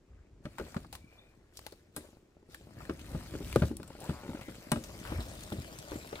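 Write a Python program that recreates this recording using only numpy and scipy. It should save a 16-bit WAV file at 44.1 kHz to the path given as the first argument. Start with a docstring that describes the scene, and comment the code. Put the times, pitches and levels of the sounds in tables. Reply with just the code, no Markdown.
"""A forest floor in still air, with a loaded wheelbarrow hauled past on the left.
Rounds of firewood thud on the tub: swept-in low blows, ringing modes and wooden clacks of noise.
The frame squeaks, creaks in runs of chirps and slips in runs of ticks; twigs snap as resonant noise bursts.
Boots and wheel crush leaves and mulch, made of coloured grains, over the low rumble of rolling.
A thin scattered tail and quiet coloured air surround it all."""
import sys
import numpy as np
from scipy import signal
from scipy.fft import rfft, irfft, next_fast_len
from scipy.io import wavfile
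from scipy.ndimage import uniform_filter1d, map_coordinates

SR = 44100
rng = np.random.default_rng(int(sys.argv[2]) if len(sys.argv) > 2 else 0)


def store_wav(level_fs):
    """Save 16-bit WAV to argv[1]."""
    pcm = np.round(np.clip(np.atleast_2d(level_fs), -1, 1) * 32767)
    wavfile.write(sys.argv[1], SR, pcm.T.astype(np.int16))


N = 273414  # length in samples

# spectrum of still forest air: [pitch_hz, density_db]
AIR_SPECTRUM = [(12, -31), (25, 0.5), (55, -3.5), (90, -4.5), (180, -21), (340, -6), (560, -19),
                (1100, -27.5), (2500, -34), (7500, -36), (10000, -49), (16000, -62)]
AIR_LEVEL_DB = -66
# likeness of the two channels: [pitch_hz, likeness_0_to_1]
CHANNEL_LIKENESS = [(100, 1), (300, 0.89), (700, 0.61), (1400, 0.76), (3000, 0.42), (8000, 0.13),
                    (16000, 0)]
# the barrow's place on the left: [time_s, left_channel_lead_s]
BARROW_PATH = [(0, 0.00011), (2.5, 0.00016), (3.5, 0.000083), (4.5, 0.00012), (5.2, 0.00019),
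               (6.2, 0.00026)]
# the haul, with a stall on a bump near 3.75 s: [time_s, pace_db re full walking pace, bumpiness_db]
HAUL_PACE = [(0, -43, -19), (.38, -43, -13), (0.802, -40, -2), (1.1, -26, -16.5), (1.45, -33, -21),
             (2.44, -38, -17), (2.72, -18.5, -2), (3.03, -6.5, 0.5), (3.45, -2, 2.5), (3.68, 1.5, 8),
             (3.74, -21.5, 5), (3.89, -11, -5), (4.2, -7, -4.5), (4.66, -5.5, -5.5), (4.92, -1.5, 1),
             (5.3, 2, 2.5), (5.75, -1.5, -4), (6.2, -2.5, -7.5)]
# boots treading and brushing the undergrowth:
# [start_s, hold_s under weight, leaves_level_db, mulch_level_db, soil_level_db]
BOOT_STEPS = [(.12, 0.12, -104, -74.5, -54.5), (.47, 0.066, -69, -65.5, -57), (.6, 0.17, -61, -59, -70),
              (.94, 0.015, -71, -74, -57.5), (1.13, 0.028, -75, -65, -63), (1.57, 0.12, -64, -66.5, -62),
              (1.979, 0.076, -65, -64, -66), (2.53, 0.015, -62, -64.5, -82), (2.8, 0.038, -65.5, -57, -59),
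              (3.12, 0.082, -61, -57, -47), (3.46, .13, -55, -57.5, -42.5), (4.04, 0.069, -56.5, -54, -70),
              (4.51, 0.015, -61, -64, -74), (5.1, 0.081, -63, -51.5, -40.5), (5.92, 0.033, -54, -53.5, -60),
              (6.17, 0.056, -68, -49, -57)]
STEP_RISE_S, STEP_T60_S = 0.034, 0.6  # each tread swells quickly and dies away
# spectrum of rustling leaves: [pitch_hz, density_db]
LEAF_SPECTRUM = [(1000, -39), (2000, -12), (3000, -1.5), (4500, -1.5), (6200, -5), (7800, -3.5),
                 (9400, -5.5), (11000, -9.5), (15000, -8.5), (16500, -28)]
# spectrum of crushed mulch: [pitch_hz, density_db]
MULCH_SPECTRUM = [(200, -14.5), (400, 2.5), (600, 6), (850, -2), (1300, -2.5), (1900, -3.5), (2600, -5.5),
                  (4500, -43.5)]
# spectrum of the rolling tub: [pitch_hz, density_db]
ROLL_SPECTRUM = [(20, -40), (70, -19.5), (115, 1.5), (190, -2), (330, -5), (500, -25), (1000, -41.5),
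                 (10000, -73)]
# spectrum of soft soil under weight: [pitch_hz, density_db]
SOIL_SPECTRUM = [(12, -18), (28, -15), (50, 7), (78, 4.5), (100, 1.5), (160, -29.5), (400, -61),
                 (10000, -79)]
# loudness of each layer: (level_db at 0 dB of pace or bumpiness, slope in dB per dB)
LEAVES_LAW, MULCH_LAW = (-55, 0.81), (-54.5, 0.59)  # follow pace
ROLL_LAW, SOIL_LAW = (-51.5, 0.94), (-55, 0.85)  # follow bumpiness
# the barrow shudders after each landing; levels re the tub ring
SHAKE_T60_S, SHAKE_TUB_DB, SHAKE_SOIL_DB = 0.3, -10.5, -17.5
# thin squeaks as the load comes up, a list of glides: [time_s, pitch_hz, level_db]
SQUEAK_GLIDES = [
    [(.96, 2290, -80), (1.04, 2330, -71.5), (1.11, 2380, -66), (1.17, 2400, -71), (1.27, 2430, -72),
     (1.36, 2440, -82)],
    [(1.16, 3250, -87), (1.19, 3550, -62), (1.24, 3680, -75), (1.31, 3720, -92)],
]
# creaks of the frame, a list of runs: [time_s, rate_per_s, level_db, pitch_hz, upward_sweep_hz]
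CREAK_RUNS = [
    [(4.012, 148, -52.5, 716, 600), (4.045, 187, -52, 850, 690), (4.085, 220, -67, 1200, 1400)],
    [(4.13, 124, -53, 1130, 1690), (4.18, 124, -55, 1070, 1700), (4.27, 102, -60, 1000, 1720)],
    [(4.28, 55, -59, 2100, 200), (4.39, 53, -64, 2120, 200), (4.475, 120, -57.5, 2055, 200),
     (4.51, 86, -64, 2020, 200)],
]
# the frame slipping in runs:
# [start_s, end_s, first_gap_s, ratio of each gap to the last, level_db, pitch_hz above which modes weaken]
SLIP_RUNS = [(2.007, 2.185, .0405, 1, -53.5, 520), (2.367, 2.7, .0605, 1, -53, 500),
             (3.903, 4.052, .048, .75, -45.5, 1000), (4.2335, 4.42, .0145, 1.048, -45, 1700)]
# modes of the frame, before contact weighting: [pitch_hz, level_db, t60_s]
FRAME_MODES = [(261, 8, 0.015), (376, 1, 0.032), (570, -0.5, 0.055), (860, 1.5, 0.027), (1060, -14, 0.011),
               (1413, -1.5, 0.048), (2270, -3, 0.04), (2760, 3, 0.014)]
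# twigs snapping and bark cracking:
# [start_s, level_db, treble_db before the brightness scaling, t60_s, resonance_hz]
TWIG_SNAPS = [(.583, -40, -22, 0.074, 1470), (.744, -44.5, -24.5, 0.056, 1060),
              (.846, -50, -30, .051, 1400), (.927, -44.5, -9, 0.14, 805), (.952, -45, -10, 0.043, 930),
              (1.571, -46.5, 3, 0.059, 5750), (1.591, -49, -12, .021, 1210),
              (1.665, -40.5, -12, 0.042, 845), (1.722, -56.5, 21, 0.053, 4330),
              (1.963, -40, -1, 0.099, 10000), (2.545, -44.5, -12, 0.057, 1610),
              (2.804, -48, -28, .05, 1310), (2.852, -50.5, -17, 0.096, 1700), (2.993, -52, -14, 0.05, 2670),
              (3.527, -39.5, -14, 0.035, 2300), (3.559, -27.5, -18, 0.04, 1180),
              (3.768, -45, 7, .035, 9400), (3.83, -49.5, -15, 0.043, 1420), (3.877, -54.5, 1, 0.062, 8100),
              (4.003, -52.5, 1, .04, 9200), (4.041, -52, 14, .036, 7960), (4.411, -50, -15, 0.15, 2244),
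              (4.717, -28, -14.5, 0.039, 9340), (4.838, -46.5, -11, 0.11, 6060),
              (5.051, -43.5, -18.5, 0.42, 1530), (5.205, -44, -20, .15, 3660),
              (5.787, -47, -7, 0.061, 6940), (6.155, -44.5, -17.5, 0.08, 3470)]
# spectrum of a breaking twig: [pitch_hz, density_db]
TWIG_SPECTRUM = [(100, 9.5), (400, 5), (850, 8.5), (1600, 4.5), (2800, 6.5), (4000, 8), (6300, 1),
                 (8000, 5.5), (9500, 3.5), (11500, 3.5), (16000, -3)]
STRAY_TWIGS_PER_S = 5  # small twigs under the wheel
STRAY_TWIG_DB = -49.5  # loudest stray twig at full pace
# logs landing in the tub, with rings and rebound re the blow, clack re the blow before its contact trim:
# [start_s, level_db, pitch_hz, clack_db, tub_ring_db, log_ring_db, rebound_db,
#  log_pitch_hz above which log modes weaken]
LOG_THUDS = [(.452, -35.5, 169, -8.5, -8.5, -15.5, -16, 7000), (.595, -39.5, 420, -5, 3.5, -7, -3.5, 2500),
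             (.662, -55.5, 400, -4, -3, -2, -6, 3000), (.763, -27, 177, -15.5, -14.5, -25, -27, 2500),
             (1.721, -49.5, 407, -4, -7, -20, -20, 2000), (1.962, -47.5, 294, -1.5, 4, 5.5, 0.5, 15000),
             (2.893, -29.5, 335, -11.5, -7.5, -12.5, -5, 2000),
             (3.146, -30.5, 178, -16.5, -6.5, -19, -3, 1800), (3.336, -37.5, 296, -8, -3, -15, 2, 2200),
             (3.403, -45.5, 348, -22, 5, -22, -7, 2000), (3.5575, -14.5, 450, -17, -10, -28, -30, 3500),
             (3.618, -23, 157, -10.5, -4, -12.5, -1, 4040), (3.641, -28, 112, -29, -15, -28, -17, 1500),
             (3.711, -32.5, 302, -43, -6, -40, -10, 1500), (3.797, -45, 346, -8, -0.5, -11, -20, 1500),
             (4.091, -27, 176, -15.5, -7.5, -22, -4.5, 2500), (4.289, -32, 230, -27, -7.5, -30, -5, 2000),
             (4.345, -35, 265, -15, -15, -25, -12, 2000), (4.48, -40.5, 290, -8.5, -4.5, -22, -8, 2000),
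             (4.717, -27.5, 198, -7.5, -5, -1.5, -1, 9050), (4.756, -40, 272, -0.5, 4.5, -16, -1, 2000),
             (5.117, -34.5, 273, -18, -1, -8, -6, 2000), (5.185, -34, 103, -24, -2, -33, -8, 2000),
             (5.518, -35.5, 214, -8, 3.5, -14, -22, 2000), (5.584, -36, 96, -22, -2, -30, -6, 2000),
             (5.915, -36.5, 370, -11, -3.5, -5.5, -5.5, 1800), (5.955, -36, 282, -17, -8, -22, -15, 2000),
             (6.125, -38, 390, -4, -4, -13, -9, 2000)]
REBOUND_S = 0.013  # a log lands a second time this much later
# modes of the loaded tub, before contact weighting: [pitch_hz, level_db, t60_s]
TUB_MODES = [(56.3, -22, 0.18), (76.8, -4.5, 0.31), (112.3, -1, 0.11), (178, -11, 0.11), (189, 0, 0.13),
             (233.9, -5.5, 0.2), (238, -1, 0.12), (308.5, 3.5, 0.12), (349, 1.5, 0.091), (374, -2.5, 0.13),
             (412, 2, 0.076), (535, -1, 0.14), (578, -14, 0.3), (840, 8, 0.023), (1230, -42, .09),
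             (1337, -30, 0.046), (1520, -13, 0.26)]
# modes of the dry logs, before contact weighting and damping: [pitch_hz, level_db, t60_s]
LOG_MODES = [(570, 0, .09), (840, 1, .09), (1000, 0, .07), (1190, 1, .09), (1400, -4, .07), (1600, -1, .11),
             (1910, -6, .1), (2220, -6, .09), (2470, -7, .09), (2590, -8, .09), (2940, -11, .08),
             (3540, -12, .1), (3850, -6, .08), (4090, -12, .07), (7840, -10, .08), (9300, -6, .08),
             (10490, -8, .07)]
# spectrum of a wooden clack: [pitch_hz, density_db]
CLACK_SPECTRUM = [(150, 0), (400, -7.5), (600, 14), (800, -14), (1300, 1.5), (1900, -11.5), (2800, -13),
                  (4500, -18), (9000, -34), (16000, -37)]
EDGE_HZ = 15900  # upper band limit


def amp(db):
    """Decibels to gain."""
    return 10 ** (np.asarray(db) / 20)


def unit(x):
    """Scales to rms 1."""
    return x / np.sqrt(np.mean(x ** 2) + 1e-20)


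def unit_peak(x, size=220):
    """Scales the loudest 5 ms to rms 1."""
    power = uniform_filter1d(np.atleast_2d(x).mean(0) ** 2, size, mode="constant")
    return x / np.sqrt(power.max() + 1e-20)


def read(points, hz):
    """Joins (Hz, value) points on a log-frequency axis."""
    f, value = np.transpose(points)
    return np.interp(np.log(hz + 1), np.log(f + 1), value)


def add(mix, s, sound):
    """Mixes a sound in at time s."""
    part = mix[:, max(round(s * SR), 0):][:, :sound.shape[-1]]
    part += sound[..., :part.shape[1]]


def colour(x, spectrum, treble_db=0):
    """Causal filter with the given spectrum and a shelf that rises around 2-4 kHz."""
    hz = abs(np.fft.fftfreq(4096, 1 / SR))
    shelf = hz ** 3 / (hz ** 3 + 2240.0 ** 3)
    log_gain = np.log(amp(read(spectrum, hz) + treble_db * shelf))
    # minimum phase puts the energy at the onset
    taps = np.fft.ifft(np.exp(np.conj(signal.hilbert(log_gain)))).real
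    return signal.fftconvolve(x, taps[None, :len(taps) // 2], axes=1)[:, :x.shape[1]]


def noise(count):
    """White noise in two channels: alike in the bass, less so in the treble."""
    size = next_fast_len(count, True)
    a, b = rfft(rng.standard_normal((2, size)))
    same = np.clip(read(CHANNEL_LIKENESS, np.fft.rfftfreq(size, 1 / SR)), 0, 1)
    right = same * a + np.sqrt(1 - same ** 2) * b
    return irfft(np.array([a, right]), size)[:, :count]


def burst(crack_s, t60, tail_db, count=8192):
    """A fracture: a very short crack of noise with a longer dying rattle."""
    t = np.arange(count) / SR
    return noise(count) * (np.exp(-t / crack_s) + amp(tail_db - 60 * t / t60))


def ring(modes, soft_hz, detune, count=12000):
    """Dying modes: the point of contact weights them, a soft contact hardly stirs the high ones."""
    t = np.arange(count) / SR
    hz, db, t60 = np.transpose(modes)[:, :, None]
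    contact = rng.choice([-1, 1], hz.shape) * rng.uniform(0.66, 1.27, hz.shape)
    weight = contact / (1 + (hz / soft_hz) ** 2)
    hz = hz * (1 + detune * rng.standard_normal(hz.shape))
    partials = weight * amp(db - 60 * t / t60) * np.sin(2 * np.pi * hz * t)
    return unit_peak(partials.sum(0))


def grains(per_s, spread_db, bed_db, size=24):
    """Countless tiny fractures of uneven size over a smooth bed of friction."""
    sizes = amp(spread_db * np.minimum(rng.exponential(1, N), 4.5))
    sizes = sizes * (rng.random(N) < per_s / SR)
    power = abs(uniform_filter1d(sizes ** 2, size))
    return noise(N) * np.sqrt(power / power.mean() + amp(bed_db) ** 2)


def patchy(x, depth_db):
    """Different leaves and sticks come under load, so the colour shifts from moment to moment."""
    z = signal.stft(x, nperseg=512)[2]
    patches = rng.standard_normal(z.shape[1:])
    patches = uniform_filter1d(patches, size=7, axis=0)  # across pitch
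    patches = unit(uniform_filter1d(patches, size=6, axis=1))  # across time
    return signal.istft(z * amp(depth_db * patches))[1][:, :N]


def haul(s):
    """Pace and bumpiness in dB at time s."""
    times, *controls = np.transpose(HAUL_PACE)
    return [np.interp(s, times, c) for c in controls]


def swell(s, hold_s, rise_s, t60):
    """Envelope that rises to 1 at time s, holds, and dies away."""
    t = np.arange(N) / SR - s
    rise = np.exp(-(np.minimum(t, 0) / rise_s) ** 2)
    return rise * amp(-60 * np.maximum(t - hold_s, 0) / t60)


def still_air():
    """Quiet steady noise, strongest in the bass."""
    return amp(AIR_LEVEL_DB) * unit(colour(noise(N), AIR_SPECTRUM))


def forest(x, t60=0.33, wet_db=-15):
    """Trunks and bushes scatter back a thin tail of sparse echoes."""
    t = np.arange(SR // 2) / SR
    sparse = (rng.random((2, len(t))) < .05) * (t > .008)
    taps = rng.standard_normal((2, len(t))) * sparse * amp(-60 * t / t60)
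    tail_spectrum = [(100, -24), (500, -12.5), (2000, -2.0), (6000, 3.5), (15000, -6)]
    taps = colour(taps / np.linalg.norm(taps[0]), tail_spectrum)
    return amp(wet_db) * signal.fftconvolve(x, taps, axes=1)[:, :N]


def ground():
    """Wheel and boots sweep leaves, press mulch and shake the soil; bumps and landing logs make the tub rumble."""
    pace, bumps = haul(np.arange(N) / SR)
    treads = np.array([swell(s, hold, STEP_RISE_S, STEP_T60_S) for s, hold, *_ in BOOT_STEPS])
    on_leaves, on_mulch, on_soil = amp(np.array(BOOT_STEPS)[:, 2:].T) ** 2 @ treads ** 2
    shudder = sum((amp(db + ring_db) * swell(s + 0.0078, 0, 0.0072, SHAKE_T60_S)) ** 2
                  for s, db, _, _, ring_db, *_ in LOG_THUDS)

    def level(law, control, extra_power):
        """Steady rolling plus the passing pushes."""
        return np.sqrt(amp(law[0] + law[1] * control) ** 2 + extra_power)

    rumble = unit(colour(grains(90, 5.1, -0.66, size=120), ROLL_SPECTRUM))
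    rumble = rumble * level(ROLL_LAW, bumps, amp(SHAKE_TUB_DB) ** 2 * shudder)
    soil = unit(colour(noise(N), SOIL_SPECTRUM))
    soil = soil * level(SOIL_LAW, bumps, on_soil + amp(SHAKE_SOIL_DB) ** 2 * shudder)
    mulch = unit(patchy(colour(grains(250, 2.27, 0.25, size=48), MULCH_SPECTRUM), 2.46))
    mulch = mulch * level(MULCH_LAW, pace, on_mulch)
    leaves = unit(patchy(colour(grains(450, 2.4, 1), LEAF_SPECTRUM), 2.64))
    leaves = leaves * level(LEAVES_LAW, pace, on_leaves)
    return rumble + soil + mulch + leaves


def squeak(flutter_hz=55):
    """Faint narrow tones whose strength and phase flutter."""
    out, t = np.zeros(N), np.arange(N) / SR
    lowpass = signal.butter(2, flutter_hz, fs=SR, output="sos")
    for glide in SQUEAK_GLIDES:
        s, hz, db = np.transpose(glide)
        flutter = signal.sosfilt(lowpass, rng.standard_normal((2, N)))
        phase = 2 * np.pi * np.cumsum(np.interp(t, s, hz)) / SR
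        tone = unit(flutter[0] * np.sin(phase) + flutter[1] * np.cos(phase))
        sounding = (t > s[0]) * (t < s[-1])
        out += amp(np.interp(t, s, db)) * sounding * tone
    return out


def creaks(ring_db=-10, count=260):
    """Under a heavy strain the same joint of the frame chirps again and again."""
    out, age = np.zeros((2, N)), np.linspace(-.5, .5, count)
    for run in CREAK_RUNS:
        times, *columns = np.transpose(run)
        s, joint = times[0], ring(FRAME_MODES, 3400, 0.021, count=2000)
        while s < times[-1]:
            rate, db, hz, sweep_hz = (np.interp(s, times, c) for c in columns)
            # the joint gathers speed as it lets go, so each slip sweeps upward
            phase = 2 * np.pi * np.cumsum(hz + sweep_hz * age) / SR
            chirp = unit(np.hanning(count) * np.sin(phase))
            add(out, s, amp(db) * chirp)
            add(out, s, amp(db + ring_db) * joint)
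            s += rng.uniform(.98, 1.02) / rate
    return out


def slips(uneven_db=1.0, closest_s=.01):
    """The loaded frame sticks and slips in runs of ticks, some steady, some quickening or slowing."""
    out = np.zeros((2, N))
    for s, end, gap, ratio, db, soft_hz in SLIP_RUNS:
        while s < end:
            tick_db = db + uneven_db * rng.standard_normal()
            add(out, s + 0.00109, amp(tick_db) * ring(FRAME_MODES, soft_hz, 0.057, count=2000))
            s += max(gap, closest_s)
            gap *= ratio
    return out


def stray_twigs():
    """Small twigs break at random, louder the faster the barrow goes; rows as in TWIG_SNAPS."""
    rows = []
    for when, weak, thin, short in rng.random((round(STRAY_TWIGS_PER_S * N / SR), 4)):
        s = when * N / SR
        pace_db = haul(s)[0]
        rows.append((s, STRAY_TWIG_DB + pace_db - 6 * weak, -20 + 18 * thin, .05, 1500 * 6 ** short))
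    return rows


def snaps(twigs, piece_db=9, sharpness=5):
    """Dry wood breaks: thin twigs are bright, thick ones dull, each with its own resonance."""
    out = np.zeros((2, N))
    for s, db, treble_db, t60, hz in twigs:
        crack = colour(burst(.0012, t60, -3), TWIG_SPECTRUM, 1.29 * treble_db + 12.5)
        resonator = signal.iirpeak(min(hz, EDGE_HZ), sharpness, SR)
        crack = crack + amp(piece_db) * signal.lfilter(*resonator, crack)
        add(out, s + .0005, amp(db) * unit_peak(crack))
    return out


def knock(soft_hz, damping_s=0.032, count=4500):
    """A dry log rings briefly, damped by the load; each channel hears its own mixture of its modes."""
    shared = ring(LOG_MODES, soft_hz, 0.0013, count=count)
    apart = ring(LOG_MODES, soft_hz, 0.0081, count=count)
    damping = np.exp(-np.arange(count) / SR / damping_s)
    return damping * (shared + apart * np.array([[.4], [-.4]]))


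def thuds(clack_db=1, rise_s=0.00434, cycles=0.73, knock_delay_s=.003, rebound_clack_db=-3, count=2048):
    """Each log pushes the tub, rings it and clacks against the load, then rebounds and lands again."""
    out, t = np.zeros((2, N)), np.arange(count) / SR
    for start, level_db, hz, wood_db, ring_db, log_db, rebound_db, soft_hz in LOG_THUDS:
        turns = (t - rise_s) * hz
        onset = np.minimum(t / 0.0006, 1)
        blow = unit_peak(np.sin(2 * np.pi * turns) * np.exp(-(turns / cycles) ** 2) * onset)
        landing = (start, level_db, clack_db)
        rebound = (start + REBOUND_S, level_db + rebound_db, rebound_clack_db)
        for s, db, contact_db in (landing, rebound):
            clack = unit_peak(colour(burst(0.0058, 0.042, 0), CLACK_SPECTRUM))
            add(out, s, amp(db) * blow)
            add(out, s + 0.00296, amp(db + ring_db) * ring(TUB_MODES, 2 * hz, 0.017, count=9000))
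            add(out, s + 0.0027, amp(db + wood_db + contact_db) * clack)
        add(out, start + knock_delay_s, amp(level_db + log_db) * knock(soft_hz))
    return out


def from_left(x, side_db=2.5):
    """Sound from the left reaches that channel sooner and louder, most of all around 1 kHz."""
    size, n = next_fast_len(N, True), np.arange(N)
    shadow_points = [(60, 0.16), (400, 0.48), (1000, 0.79), (16000, 0.51)]
    shadow = amp(side_db * read(shadow_points, np.fft.rfftfreq(size, 1 / SR)))
    left, right = irfft(rfft(x, size) * np.array([shadow, 1 / shadow]), size)[:, :N]
    lead_s = np.interp(n / SR, *np.transpose(BARROW_PATH))
    return np.array([left, map_coordinates(right, [n - SR * lead_s], order=3)])


def scene():
    """The barrow in still forest air."""
    frame = squeak() + creaks() + slips()
    twigs = snaps(TWIG_SNAPS) + snaps(stray_twigs())
    barrow = from_left(ground() + frame + twigs + thuds())
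    return still_air() + forest(barrow) + barrow


def record(dry):
    """Limits the band with a steep linear-phase lowpass."""
    lowpass = signal.firwin(401, EDGE_HZ, window=("kaiser", 9), fs=SR)
    return signal.oaconvolve(dry, lowpass[None], "same")


dry = scene()
out = record(dry)
store_wav(out)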